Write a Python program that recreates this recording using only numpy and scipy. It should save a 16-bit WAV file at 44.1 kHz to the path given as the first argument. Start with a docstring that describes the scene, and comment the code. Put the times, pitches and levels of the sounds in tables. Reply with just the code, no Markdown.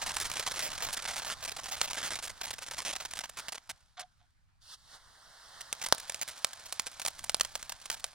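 """Outdoors at night, a small fountain firework burns on boards a few metres from a stereo microphone.
Its gas jet hisses and its stars break up in short flurries of tiny blasts, with a few sharp pops.
The fountain dies down and sputters in its tube; a second charge lights with a hiss and throws many
stars that burst in single pops. The ground echoes every blast, and fences and walls answer faintly.
Flame and breeze flutter low underneath."""
import sys
import numpy as np
from scipy import signal
from scipy.fft import rfft, irfft, next_fast_len
from scipy.io import wavfile
from scipy.ndimage import uniform_filter1d

SR = 44100
rng = np.random.default_rng(int(sys.argv[2]) if len(sys.argv) > 2 else 0)


def generate_wav(sig):
    """Save sig (samples, or channels by samples) to the path in sys.argv[1] as 16-bit PCM at SR."""
    pcm = np.round(np.clip(np.atleast_2d(sig).T, -1, 1) * 32767).astype(np.int16)
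    wavfile.write(sys.argv[1], SR, pcm)


N = 358974
LEFT_LAG_US = 36.1  # the right microphone port is nearer the firework
RELIGHT_S = 4.5  # divides the first charge from the second

# the loudest stars crackling apart: t/s, level/dB, length/ms
FLURRIES = [(0.015, -35, 26), (0.061, -37, 59), (0.198, -34, 36), (0.243, -37, 29), (0.299, -34.5, 4.6),
            (0.315, -32.5, 5.2), (0.356, -35.5, 18.5), (0.394, -31.5, 11.6), (0.463, -33.5, 27),
            (0.511, -36, 16), (0.591, -35, 28), (0.622, -35, 59.7), (0.822, -33, 32), (0.927, -33, 19.8),
            (0.967, -35, 14.6), (1.051, -36, 13.8), (1.075, -37.5, 47), (1.158, -38, 32),
            (1.246, -39.5, 11), (1.262, -39, 35), (1.298, -37.5, 43.6), (1.426, -38, 16.3),
            (1.449, -35.5, 13), (1.477, -36.5, 20), (1.517, -36.5, 7.4), (1.564, -40, 13),
            (1.712, -36.5, 43), (1.827, -36.5, 35), (1.9, -37.5, 20), (1.932, -31.5, 3.2),
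            (1.97, -38.5, 52), (2.028, -37, 65), (2.105, -37.5, 44.5), (2.153, -35, 11), (2.224, -39, 42),
            (2.295, -40, 10), (2.411, -34.5, 9.5), (2.433, -38, 27), (2.467, -43, 32), (2.505, -36.5, 13),
            (2.531, -39.5, 13), (2.583, -41, 9), (2.62, -43, 27), (2.664, -42.5, 26), (2.71, -39.5, 15.4),
            (2.735, -40.5, 13), (2.778, -36.5, 28), (2.818, -42, 11.5), (2.849, -36.5, 70),
            (2.927, -37, 13.4), (2.952, -40, 9.1), (3, -39.5, 14.6), (3.018, -47, 12), (3.05, -36, 12.5),
            (3.108, -41, 10.6), (3.134, -36.5, 6.6), (3.153, -43, 12), (3.169, -40.5, 13.3),
            (3.203, -42, 15), (3.236, -41.5, 26.4), (3.292, -42, 9), (3.37, -41, 36.4), (3.483, -37, 15),
            (3.521, -37.5, 13.3), (3.545, -43, 19.4), (3.576, -45, 9), (3.692, -40, 26),
            (3.995, -42.5, 25.5), (5.607, -38, 11.5), (5.814, -36, 14.5), (5.837, -34.5, 16.5),
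            (5.861, -32, 11.4), (5.886, -33.5, 3.4), (5.979, -41.5, 8.8), (5.998, -40, 7.9),
            (6.096, -28.5, 4.2), (6.12, -40.5, 5.6), (6.213, -31.5, 21.6), (6.277, -40.5, 27.6),
            (6.531, -41, 10.7), (6.655, -44, 15), (6.866, -35, 11.3), (6.996, -38, 9.2),
            (7.049, -30.5, 6.9), (7.0743, -32.5, 11), (7.189, -41, 7.2), (7.239, -35.5, 9.5),
            (7.397, -32, 4.3), (7.627, -36.5, 5.3), (7.694, -34.5, 8.2), (7.719, -36, 8.3),
            (7.855, -40.5, 12.4), (7.913, -38, 39.5)]


def gain_of(db):
    return 10 ** (np.asarray(db) / 20)


def db_at_hz(curve, hz):
    """Read a curve of f/Hz, level/dB on a log frequency axis."""
    f, db = np.transpose(curve)
    return np.interp(np.log(hz + 1), np.log(f + 1), db)


def db_over_time(curve):
    """Read a curve of t/s, level/dB at every sample."""
    return np.interp(np.arange(N) / SR, *np.transpose(curve))


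def add(mix, s, sound):
    part = mix[:, round(s * SR):][:, :sound.shape[1]]
    part += sound[:, :part.shape[1]]


def noise(tone, likeness, patchy_db):
    """Shaped stereo noise with drifting patches, rms 1; likeness of left and right runs from 0 to 1."""
    frames, hz = N // 256 + 5, np.fft.rfftfreq(1024, 1 / SR)
    a, b, c, d, patches = rng.standard_normal((frames, 513, 5)).T
    patches = uniform_filter1d(uniform_filter1d(patches, size=10, axis=0), size=8, axis=1)
    right = a + 1j * b
    left = likeness * right + np.sqrt(1 - likeness ** 2) * (c + 1j * d)
    shape = gain_of(db_at_hz(tone, hz)[:, None] + patchy_db * patches / patches.std())
    x = signal.istft(np.array([left, right]) * shape, nperseg=1024, noverlap=768)[1][:, :N]
    return x / x.std()


def night_air():
    """The quiet night all around the microphone, mostly bass."""
    # spectrum of the night: f/Hz, level/dB
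    tone = [(20, -10.5), (90, -11.5), (530, -46), (1500, -32), (16000, -61)]
    return gain_of(-71.5) * noise(tone, likeness=.11, patchy_db=3)


def flutter():
    """Flame and breeze flutter low, unlike left and right."""
    # strength of the flutter: t/s, level/dB
    strength = [(0, -56.5), (3.2, -63.5), (3.7, -80.5), (7.1, -76), (7.2, -59), (7.35, -63.5), (8.14, -69)]
    tone = [(20, -5), (100, -12), (300, -23.5), (450, -41)]  # f/Hz, level/dB
    return gain_of(db_over_time(strength)) * noise(tone, likeness=0, patchy_db=2)


def jet():
    """Gas hisses from a nozzle so low that its ground echo cuts a notch near 2.4 kHz."""
    # gas flow of both charges: t/s, level/dB
    flow = [(0, -49), (3.36, -65.5), (3.39, -52), (3.49, -56), (3.52, -68.5), (4.6, -88), (4.62, -63),
            (4.745, -47), (4.765, -67), (4.84, -64.5), (4.95, -51.5), (4.99, -64), (5.6, -54.5),
            (8.14, -62.5)]
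    # spectrum at the nozzle: f/Hz, level/dB
    tone = [(500, -15.5), (1200, -3.5), (1900, 2), (5000, -1.5), (9500, -5), (16000, -7.5)]
    # extra gain below the notch, thin while the flame relights: t/s, level/dB
    body = [(3.6, 4.5), (4.6, -10), (5.0, 2.5)]
    hiss = noise(tone, likeness=.74, patchy_db=1.3) * gain_of(db_over_time(flow))
    hz = np.fft.rfftfreq(N, 1 / SR)
    jw = 2j * np.pi * hz
    ground = 1 + np.exp(-jw * 206e-6) / (1 + abs(jw / 30000) ** 4)  # the echo loses its treble
    spectrum = rfft(hiss) * ground
    spectrum[0] *= np.exp(-jw * LEFT_LAG_US * 1e-6)
    low = hz < 2430
    return irfft(spectrum * ~low, N) + irfft(spectrum * low, N) * gain_of(db_over_time(body))


def blasts(clicks, blast_us, lag_us):
    """Each click becomes a push-and-suck blast wave that reaches the left port lag_us later."""
    size = next_fast_len(len(clicks) + 1024)
    jw = 2j * np.pi * np.fft.rfftfreq(size, 1 / SR)
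    u = jw * blast_us * 1e-6
    wave = u / (1 + u) ** 2  # spectrum of (1 - t) exp(-t)
    puff = 7 * u / (1 + 7 * u) ** 2  # the hot gas spreads more slowly
    right = rfft(clicks, size) * (wave + gain_of(-11) * puff)
    return irfft([right * np.exp(-jw * lag_us * 1e-6), right], size)


def flurry(s, level_db, ms, traits, per_s=3000, spread_db=4, fade_db=4, rise_ms=1.12):
    """One star crackles: grains of uneven size burst in a quick swell, each with its ground echo."""
    coarseness, height, bearing = traits  # each from 0 to 1
    n = max(int(ms * SR / 1000), 8)
    size_db = spread_db * np.minimum(rng.exponential(1, n), 4) - fade_db * np.arange(n) / n
    swell = signal.windows.tukey(n, min(2 * rise_ms / ms, .5))
    grains = gain_of(size_db) * (rng.random(n) < per_s / SR) * swell
    echo_ms = (.3 + 2.2 * height) * (1 + .16 * rng.random(n))  # each grain bursts at its own height
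    echoes = np.bincount(np.arange(n) + (echo_ms * SR / 1000).astype(int), grains)
    clicks = gain_of(-6.5) * echoes + np.pad(grains, (0, len(echoes) - n)) + 1e-9
    blast_us = (42 if s < RELIGHT_S else 25) * (1 + 1.43 * coarseness)  # the first charge is coarser
    lag_us = LEFT_LAG_US + 40 * (bearing - .5)
    fine = rng.random(len(clicks)) < .5  # two grain sizes
    x = blasts(clicks * ~fine, blast_us, lag_us) + blasts(clicks * fine, .42 * blast_us, lag_us)
    return gain_of(level_db) * x / np.sqrt((x[1] ** 2).sum() / n)


def spent_tube():
    """Last sputters of coarse grains, close to the ground, ring the empty tube."""
    # sputters that drive the tube: t/s, level/dB, length/ms
    sputters = [(3.968, -50, 75), (4.195, -73.5, 55)]
    # resonances of the tube: f/Hz, width/Hz, level/dB
    modes = [(732, 57, 21.5), (865, 80, 13), (1400, 1000, 9.5), (3540, 2100, 3.5)]
    drive = np.zeros((2, N))
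    for s, db, ms in sputters:
        add(drive, s, flurry(s, db, ms, [.5, 0, .5], per_s=1500, fade_db=13, rise_ms=6.5))
    peaks = [(db, np.hstack(signal.iirpeak(hz, hz / width, SR))) for hz, width, db in modes]
    return sum(gain_of(db) * signal.sosfilt([peak, peak], drive) for db, peak in peaks)


def small_stars():
    """Smaller stars break up one after another in the gaps between the loud ones."""
    # spells of small stars: start t/s, end t/s, share of free slots filled
    spells = [(0, 1.26, .85), (1.57, 2.3, .8)]
    slot_s, hush_s = .022, .006  # at most one star to a slot; a short hush before a loud one
    starts, _, lengths_ms = np.transpose(FLURRIES)
    ends = starts + lengths_ms / 1000
    out = np.zeros((2, N))
    for slot, (offset, luck, loud, long, *traits) in enumerate(rng.random((int(N / SR / slot_s), 7))):
        s = (slot + offset / 2) * slot_s
        free = not np.any((starts - hush_s < s + slot_s / 2) & (ends > s))
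        if free and any(start <= s < end and luck < share for start, end, share in spells):
            add(out, s, flurry(s, level_db=-41 + 2 * loud, ms=10 + 7.7 * long, traits=traits))
    return out


def stars():
    """Loud stars crackle apart, with faint ones at random and a running spatter of the finest sparks."""
    # fine sparks filling the air: t/s, level/dB
    spatter = [(0, -50), (1.3, -50.5), (1.36, -58.5), (2.05, -48.5), (2.35, -62), (2.9, -53.5),
               (3.5, -67.5), (4.4, -92), (5.58, -77), (5.85, -54), (8.14, -58.5)]
    spatter_db = db_over_time(spatter)
    out = np.zeros((2, N))
    for (s, db, ms), traits in zip(FLURRIES, rng.random((len(FLURRIES), 3))):
        add(out, s, flurry(s, db, ms, traits))
    for when, loud, long, *traits in rng.random((220, 6)):
        s = when * N / SR
        add(out, s, flurry(s, spatter_db[int(when * N)] + 9 * loud, ms=3 + 12 * long, traits=traits))
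    finest = flurry(0, 0, 1000 * N / SR, [.3, .4, .5], per_s=6000, spread_db=7.5, fade_db=0)[:, :N]
    return out + finest * gain_of(spatter_db)


def pops():
    """A star bursts all at once: one blast, its ground echo and a moment of crackling splinters."""
    # bursting stars: t/s, level/dB, ground echo delay/ms
    bursts = [(0.168, -8.5, 2.7), (1.815, -2.5, 2.18), (2.963, -14.5, 0.75), (3.1905, -13, 0.54),
              (5.7281, -9.5, 0.31), (5.9252, 5.5, 0.2), (6.145, -14.5, 0.36), (6.4465, -2.5, 1.66),
              (6.7253, -11, 1.68), (6.797, -6, 0.9), (7.0176, -16.5, 0.74), (7.0598, -15, 3),
              (7.0629, -8.5, 0.88), (7.0829, -11.5, 0.25), (7.2958, -6, 1.39), (7.3453, -4.5, 0.23),
              (7.4096, -5.5, 0.63), (7.4112, -3.5, 0.68), (7.449, -13.5, 1.65), (7.5545, -9.5, 5.6),
              (7.9011, -7.5, 2), (8.0424, -9, 1.58)]
    out = np.zeros((2, N))
    for (s, db, echo_ms), traits in zip(bursts, rng.random((len(bursts), 3))):
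        blast_us = 17 + 26 * gain_of(db)  # a bigger blast lasts longer
        blast = blasts(np.ones(1), blast_us, lag_us=LEFT_LAG_US + 14 * (traits[2] - .5))
        blast *= gain_of(db) / blast[1].max()
        add(out, s, blast)
        add(out, s + echo_ms / 1000, gain_of(-3.2 * echo_ms) * blast)  # higher star: later, weaker echo
        add(out, s, flurry(s, .5 * db - 29.5, ms=7, traits=traits, fade_db=11, rise_ms=.5))
    return out


def scatter(x, after_s, t60_s, band_hz):
    """Many small surfaces send the sound back, with a separate tail for each port."""
    t = np.arange(SR // 4) / SR
    tail = rng.standard_normal((2, len(t))) * gain_of(-60 * t / t60_s) * (t > after_s)
    tail = signal.lfilter(*signal.butter(1, band_hz, "band", fs=SR), tail)
    return signal.fftconvolve(x, tail / np.linalg.norm(tail[0]), axes=1)[:, :N]


def scene():
    """From a few metres: sparks and their reflections over the jet, the flutter and the night."""
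    sparks = small_stars() + stars() + pops() + spent_tube()
    near = scatter(sparks, after_s=.0002, t60_s=.01, band_hz=[3000, 14000])  # microphone housing, boards
    far = scatter(sparks, after_s=.00058, t60_s=.21, band_hz=[400, 4000])  # fences and walls
    return sparks + gain_of(-19) * near + gain_of(-27.5) * far + jet() + flutter() + night_air()


def record(dry):
    """The microphone colours each port, overloads near full scale and cuts off at 16.3 kHz."""
    # microphone response: f/Hz, level/dB
    response = [(280, 2), (370, 0), (600, 8.5), (2600, 2), (8000, 2), (9800, 3), (11000, -3.5),
                (16000, -5.5)]
    # left port relative to the right: f/Hz, level/dB
    balance = [(60, 1), (290, -5.5), (1400, -1.5), (12000, -2.5)]
    hz = abs(np.fft.fftfreq(4096, 1 / SR))
    log_gain = np.log(gain_of(db_at_hz(response, hz) + np.outer([1, 0], db_at_hz(balance, hz))))
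    minimum_phase = -signal.hilbert(log_gain).imag
    taps = np.fft.ifft(np.exp(log_gain + 1j * minimum_phase)).real[:, :2048]
    coloured = signal.oaconvolve(dry, taps, axes=1)[:, :N]
    overloaded = np.clip(coloured, -.88, .88)
    lowpass = signal.firwin(255, 16300, window=("kaiser", 9), fs=SR)
    return signal.oaconvolve(overloaded, lowpass[None], "same")


dry = scene()
out = record(dry)
generate_wav(out)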